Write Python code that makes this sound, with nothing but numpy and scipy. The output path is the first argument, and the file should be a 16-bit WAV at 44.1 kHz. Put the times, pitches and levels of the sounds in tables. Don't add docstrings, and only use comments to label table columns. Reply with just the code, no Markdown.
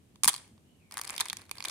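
import sys
import numpy as np
from scipy import signal
from scipy.fft import rfft, irfft, next_fast_len
from scipy.io import wavfile
from scipy.ndimage import map_coordinates

SR = 44100
rng = np.random.default_rng(int(sys.argv[2]) if len(sys.argv) > 2 else 0)


def to_wav(s):
    ch = np.atleast_2d(s).T
    pcm = np.round(np.clip(ch, -1, 1) * 32767)
    wavfile.write(sys.argv[1], SR, pcm.astype(np.int16))


N = 74970

# (time [s], energy of the wall's clack [dB],
# hollow knock over clack [dB], coating snap over clack [dB], clack pitch [Hz], left over right [dB])
IMPACTS = [(0.1577, -35, -3.5, -8, 3420, -1), (0.2347, -1.5, -9, 5, 6000, -7),
           (0.2439, -2.5, -5.5, 5, 6740, 7), (0.2529, -19, -1, 18, 5000, -9.5),
           (0.2574, -16.5, 5, 7, 2020, -1), (0.277, -6, -14, 13, 3770, 0),
           (0.2792, -3.5, -0.5, -2, 3680, 6), (0.2824, -0.5, -1.5, 7.5, 5430, -2.5),
           (0.2885, -3, -9.5, 2.5, 3250, -3), (0.2922, -10.5, -10, 10, 3520, 22),
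           (0.2972, -11.5, -5, 2.5, 3420, -5), (0.3045, -19.5, -3, -5.5, 3440, -6),
           (0.3317, -17, -7, 0.5, 4730, 8), (0.3405, -12.5, -6, -0.2, 4300, -0.5),
           (0.3482, -19.5, -6, -6, 2930, 2), (0.3626, -19, -11, 2.5, 4500, 1),
           (0.3794, -26, -9, -1, 3800, -1), (0.5787, -45.5, 2, -20.5, 2370, -1.5),
           (0.9111, -29.5, -1, 2.5, 2010, -4.5), (0.9224, -22.5, -9, 0.5, 5580, 0.5),
           (0.9409, -28.5, 0, 8.5, 2116, 1), (0.9712, -17, 3.5, 5.5, 2090, 1),
           (0.9798, -25.5, 8, 13.5, 1740, 0), (0.9869, -46, -2, 21, 2000, -15),
           (0.9898, -18.5, 0.5, -10, 1840, 22), (0.9952, -27, 11.5, 8, 1850, -1),
           (1.0142, -13.5, -8, 2, 5630, -1.5), (1.0361, -26, -6, 2, 2100, -3),
           (1.0454, -21.5, -4.5, -4, 1940, -3.5), (1.0504, -22.5, -4.5, 3.5, 4600, 24),
           (1.0718, -23, -5, -9, 4800, 3), (1.0759, -19, -9, 1.5, 5530, -2), (1.0843, -31, -1, -2, 2124, 7),
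           (1.0917, -22, -8, 2, 4850, 24), (1.0968, -13, -4.5, -10, 2300, -6),
           (1.1049, -23.5, -1, 11.5, 3320, -2), (1.1407, -25, 2.5, -5, 4600, 3),
           (1.1631, -16.5, -17, -2, 5170, 2.5), (1.1794, -9.5, -15, -4, 3180, -4.5),
           (1.193, -16, -16, -26, 3450, -17), (1.1998, -10.5, -6.5, -6, 1940, 9),
           (1.2038, -29.5, 16, -13, 2050, -4), (1.2069, -2.5, -13.5, 1.5, 3660, -4.5),
           (1.2114, -7, -3.5, -3.5, 4170, 1.5), (1.2168, -26, 11.5, -15, 1690, 13),
           (1.2225, -23, -13, -8, 2180, -19), (1.2303, -34, 11, -24, 1880, -6),
           (1.2472, -40, -6, -12, 1920, -8), (1.256, -20, -1.5, 2, 2080, 3), (1.26, -20, -1, -14, 2050, -3),
           (1.2842, -17.5, -26, 0, 3500, -1.5), (1.2988, -7.5, -26, -7, 3770, -2.5),
           (1.3055, -19, -4, -26, 3560, -1), (1.3299, -15.5, 1.5, 3.5, 1870, -2),
           (1.3694, -17, -13, -1, 6430, -1), (1.4938, -29.5, -2, -5, 2266, 0),
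           (1.5126, -12.5, -7, 2, 2400, -3.5), (1.5542, -33, -3, 2, 3530, 0),
           (1.5826, -18.5, -9.5, -11, 4520, -2), (1.6045, -14, -8, -10, 2280, -5),
           (1.6246, -17, -9, -6.5, 4360, -2), (1.6408, -15, -15, -6, 6050, -3),
           (1.65, -14.5, 0.5, -4.5, 2370, -0.5), (1.6538, -8, -23, -5.5, 3620, -2.5),
           (1.6839, -13.5, -32, 0.5, 3570, 2.5), (1.697, -13.5, -8.5, -5, 5900, 1)]
# (frequency [Hz], width [Hz], gain [dB])
AIR_MODES = [(327, 210, -7.5), (593, 210, -7), (826.4, 264, 6), (1143, 273, 12.5), (1226, 170, -1),
             (1574, 220, -6)]
WALL_MODES = [(2139, 150, -1.5), (2374, 278, -0.5), (3250, 184, 1), (3610, 260, 0.5), (4290, 460, 1),
              (4755, 200, 3), (5110, 300, -1.5), (6190, 620, -3.5)]
COATING_MODES = [(7550, 3100, -8), (9030, 720, -0.5), (9780, 750, -1), (10925, 2000, -4.5),
                 (13000, 6000, -15.5)]


def pellet_clicks(impacts, spot_boost_db=10.5, spot_octaves=0.22):
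    _, force_db, _, _, pitch_hz, _ = np.transpose(impacts)[:, :, None, None]
    spot = lambda hz: amp(spot_boost_db * np.exp(-(np.log2((hz + 1) / pitch_hz) / spot_octaves) ** 2))
    knocks = ring(force_db, AIR_MODES, t60_s=0.012, contact_db=4, spread_rad=0.4, colour=spot)
    clacks = ring(force_db, WALL_MODES, t60_s=0.017, contact_db=2, spread_rad=0.76, colour=spot)
    snaps = ring(force_db, COATING_MODES, t60_s=0.018, contact_db=1, spread_rad=0.62)
    out = np.zeros((2, N))
    for (s, db, knock_db, snap_db, _, pan_db), knock, clack, snap in zip(impacts, knocks, clacks, snaps):
        click = amp(knock_db) * knock + clack + amp(snap_db) * snap
        pan = unit(amp([[pan_db / 2], [-pan_db / 2]]))
        add(out, s, amp(db) * pan * click)
    return out


def ring(force_db, modes, t60_s, contact_db, spread_rad, colour=lambda hz: 1, doubling_db=20.5):
    t = np.arange(SR // 32) / SR
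    draws = rng.standard_normal((len(force_db), 2, len(t)))
    chatter_t60_s = t60_s * 2 ** (np.maximum(force_db, -doubling_db) / doubling_db)
    chatter = draws * amp(-60 * t / chatter_t60_s)
    chatter /= np.linalg.norm(chatter, axis=2, keepdims=True)
    mid, side = np.cos(spread_rad) * chatter[:, 0], np.sin(spread_rad) * chatter[:, 1]
    lag_s = 0.00008 * np.abs(draws[:, :, -1:])
    contact = np.sinc((t - lag_s) * SR - 2)
    push = amp(contact_db) * contact + np.stack([mid + side, mid - side], axis=1)
    body = lambda hz: sum((-1) ** k * amp(db) * 1j * hz * width / (centre**2 - hz**2 + 1j * hz * width)
                          for k, (centre, width, db) in enumerate(modes))
    rung = filtered(push, lambda hz: body(hz) * colour(hz))
    return rung / np.linalg.norm(rung, axis=2, keepdims=True)


# (time [s], level [dB])
SLIDE_LEVELS = [(0.277, -45.5), (0.294, -32), (.315, -68), (0.378, -64), (0.471, -68.5), (.55, -93),
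                (0.892, -93), (0.931, -50), (.99, -65), (1.025, -57), (1.05, -54.5), (1.08, -56),
                (1.129, -47), (1.17, -50.5), (1.21, -60), (1.26, -48), (1.31, -62.5), (1.35, -65),
                (1.411, -55.5), (1.46, -66), (1.54, -67), (1.572, -56.5), (1.619, -63), (1.679, -47)]
# (frequency [Hz], level [dB])
SCRAPE_SPECTRUM = [(100, -22.5), (350, -5), (550, -6), (950, -5), (1450, -5.5), (2300, -3), (2900, -9.5),
                   (3600, -16.5), (6500, -20.5), (9500, -13.5), (12500, -25.5), (16000, -33)]
# (frequency [Hz], correlation [0-1])
SCRAPE_LIKENESS = [(300, .85), (1000, 0.91), (2500, 0.17), (10000, 0.045)]


def pellet_slide(rough_db=3, rough_per_s=120, tick_over_slide_db=18.5, tick_hz=2800, tick_count=150):
    s, db = np.transpose(SLIDE_LEVELS)
    level_db = np.interp(np.arange(N) / SR, s, db, left=-120)
    roughness = amp(rough_db * wobble(rough_per_s))
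    scrape = amp(level_db) * unit(roughness * noise(SCRAPE_SPECTRUM, SCRAPE_LIKENESS))
    times = s[0] + (np.arange(tick_count) + rng.random(tick_count)) / tick_count * (N / SR - s[0])
    ticks = []
    for t, (force, snap, pitch, pan) in zip(times, rng.standard_normal((tick_count, 4))):
        tick_db = np.interp(t, s, db) + tick_over_slide_db + 4 * force
        ticks.append((t, tick_db, -5, -2 + 2 * snap, tick_hz * 2 ** (pitch / 2), 2 * pan))
    return scrape + pellet_clicks(ticks)


# (time [s], level [dB], pitch [Hz], T60 [s])
HAND_BUMPS = [(.14, -53.5, 209.7, 0.17), (0.263, -30.5, 194.7, 0.023), (0.2803, -42.5, 166.3, .05),
              (0.514, -52.5, 218, 0.23), (1.513, -40.5, 430, 0.013)]


def bottle_bumps(rise_s=0.001):
    out = np.zeros(N)
    for s, db, hz, t60 in HAND_BUMPS:
        t = np.maximum(np.arange(N) / SR - s, 0)
        envelope = amp(db - 60 * t / t60) * (1 - np.exp(-t / rise_s))
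        out += envelope * np.sin(2 * np.pi * hz * t)
    return out


# (frequency [Hz], T60 [s])
TAIL_DECAY = [(200, 0.36), (1000, 0.37), (4000, 0.38), (9000, 0.4), (15000, 0.11)]
# (frequency [Hz], level [dB])
TAIL_SPECTRUM = [(200, -10.5), (450, 3), (800, -2.5), (1200, -1), (1900, 1), (9000, -2.5), (15000, -4)]


def room_reflections(x, near_db=-14.5, near_t60_s=0.032, tail_db=-20, build_s=0.0045):
    hz, t, spectra = signal.stft(rng.standard_normal((2, SR // 2)), SR, nperseg=256)
    fade_db = along(TAIL_SPECTRUM, hz)[:, None] - 60 * t / along(TAIL_DECAY, hz)[:, None]
    envelope = amp(fade_db) * (1 - np.exp(-t / build_s))
    tail = signal.istft(spectra * envelope, SR, nperseg=256)[1]
    near = rng.standard_normal(tail.shape) * amp(-60 * np.arange(tail.shape[1]) / SR / near_t60_s)
    response = amp(tail_db) * tail / np.linalg.norm(tail[0])
    response += amp(near_db) * near / np.linalg.norm(near[0])
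    return signal.fftconvolve(x, response, axes=1)[:, :N]


# (time [s], pitch [Hz], level [dB])
WHISTLE_GLIDE = [(0.646, 2850, -87), (0.711, 3040, -74.5), (0.786, 2850, -84), (.82, 2450, -71),
                 (0.911, 2200, -77)]


def far_whistle(width_hz=145):
    s, pitch_hz, db = np.transpose(WHISTLE_GLIDE)
    t = np.arange(N) / SR
    phase = 2 * np.pi * np.cumsum(np.interp(t, s, pitch_hz)) / SR
    blur = filtered(rng.standard_normal((2, 2, N)), lambda hz: 1 / (1 + (hz / width_hz) ** 2))
    band = unit(blur[0] * np.cos(phase) + blur[1] * np.sin(phase))
    return np.interp(t, s, amp(db), left=0, right=0) * band


# (frequency [Hz], relative level [dB])
ROOM_TONE_SPECTRUM = [(20, -46.5), (33, -24.5), (48, -16), (92, -1.5), (130, -7.5), (220, -9), (330, -14),
                      (500, -20.5), (1400, -32.5), (3000, -30.5), (5000, -36.5), (9000, -34), (13000, -40),
                      (16000, -46.5)]
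# (frequency [Hz], correlation [0-1])
ROOM_TONE_LIKENESS = [(60, 1), (300, 0.66), (1000, 0), (3000, 0), (10000, 0.13)]


def room_tone(level_db=-62):
    return amp(level_db) * noise(ROOM_TONE_SPECTRUM, ROOM_TONE_LIKENESS)


def noise(spectrum, likeness):
    angle = lambda hz: np.arccos(np.clip(along(likeness, hz), -1, 1)) / 2
    response = lambda hz: amp(along(spectrum, hz)) * [np.cos(angle(hz)), np.sin(angle(hz))]
    mid, side = filtered(rng.standard_normal((2, N)), response)
    return unit(np.array([mid + side, mid - side]))


def wobble(rate):
    return map_coordinates(rng.standard_normal(N // 20), [np.arange(N) * rate / SR], mode="wrap")


def amp(db):
    return 10 ** (np.asarray(db) / 20)


def unit(x):
    return x / np.sqrt(np.mean(x ** 2) + 1e-20)


def along(points, hz):
    knots_hz, values = np.transpose(points)
    return np.interp(np.log(hz + 1), np.log(knots_hz + 1), values)


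def filtered(x, response):
    n = x.shape[-1]
    size = next_fast_len(2 * n)
    return irfft(rfft(x, size) * response(np.fft.rfftfreq(size, 1 / SR)), size)[..., :n]


def add(track, s, sound):
    i = int(np.clip(round(s * SR), 0, N - 1))
    track[:, i:i + sound.shape[1]] += sound[:, :N - i]


def scene():
    bottle = pellet_clicks(IMPACTS) + pellet_slide() + bottle_bumps()
    return bottle + room_reflections(bottle) + far_whistle() + room_tone()


def record(dry, top_hz=15800):
    return filtered(dry, lambda hz: 1 / (1 + (hz / top_hz) ** 80))


dry = scene()
out = record(dry)
to_wav(out)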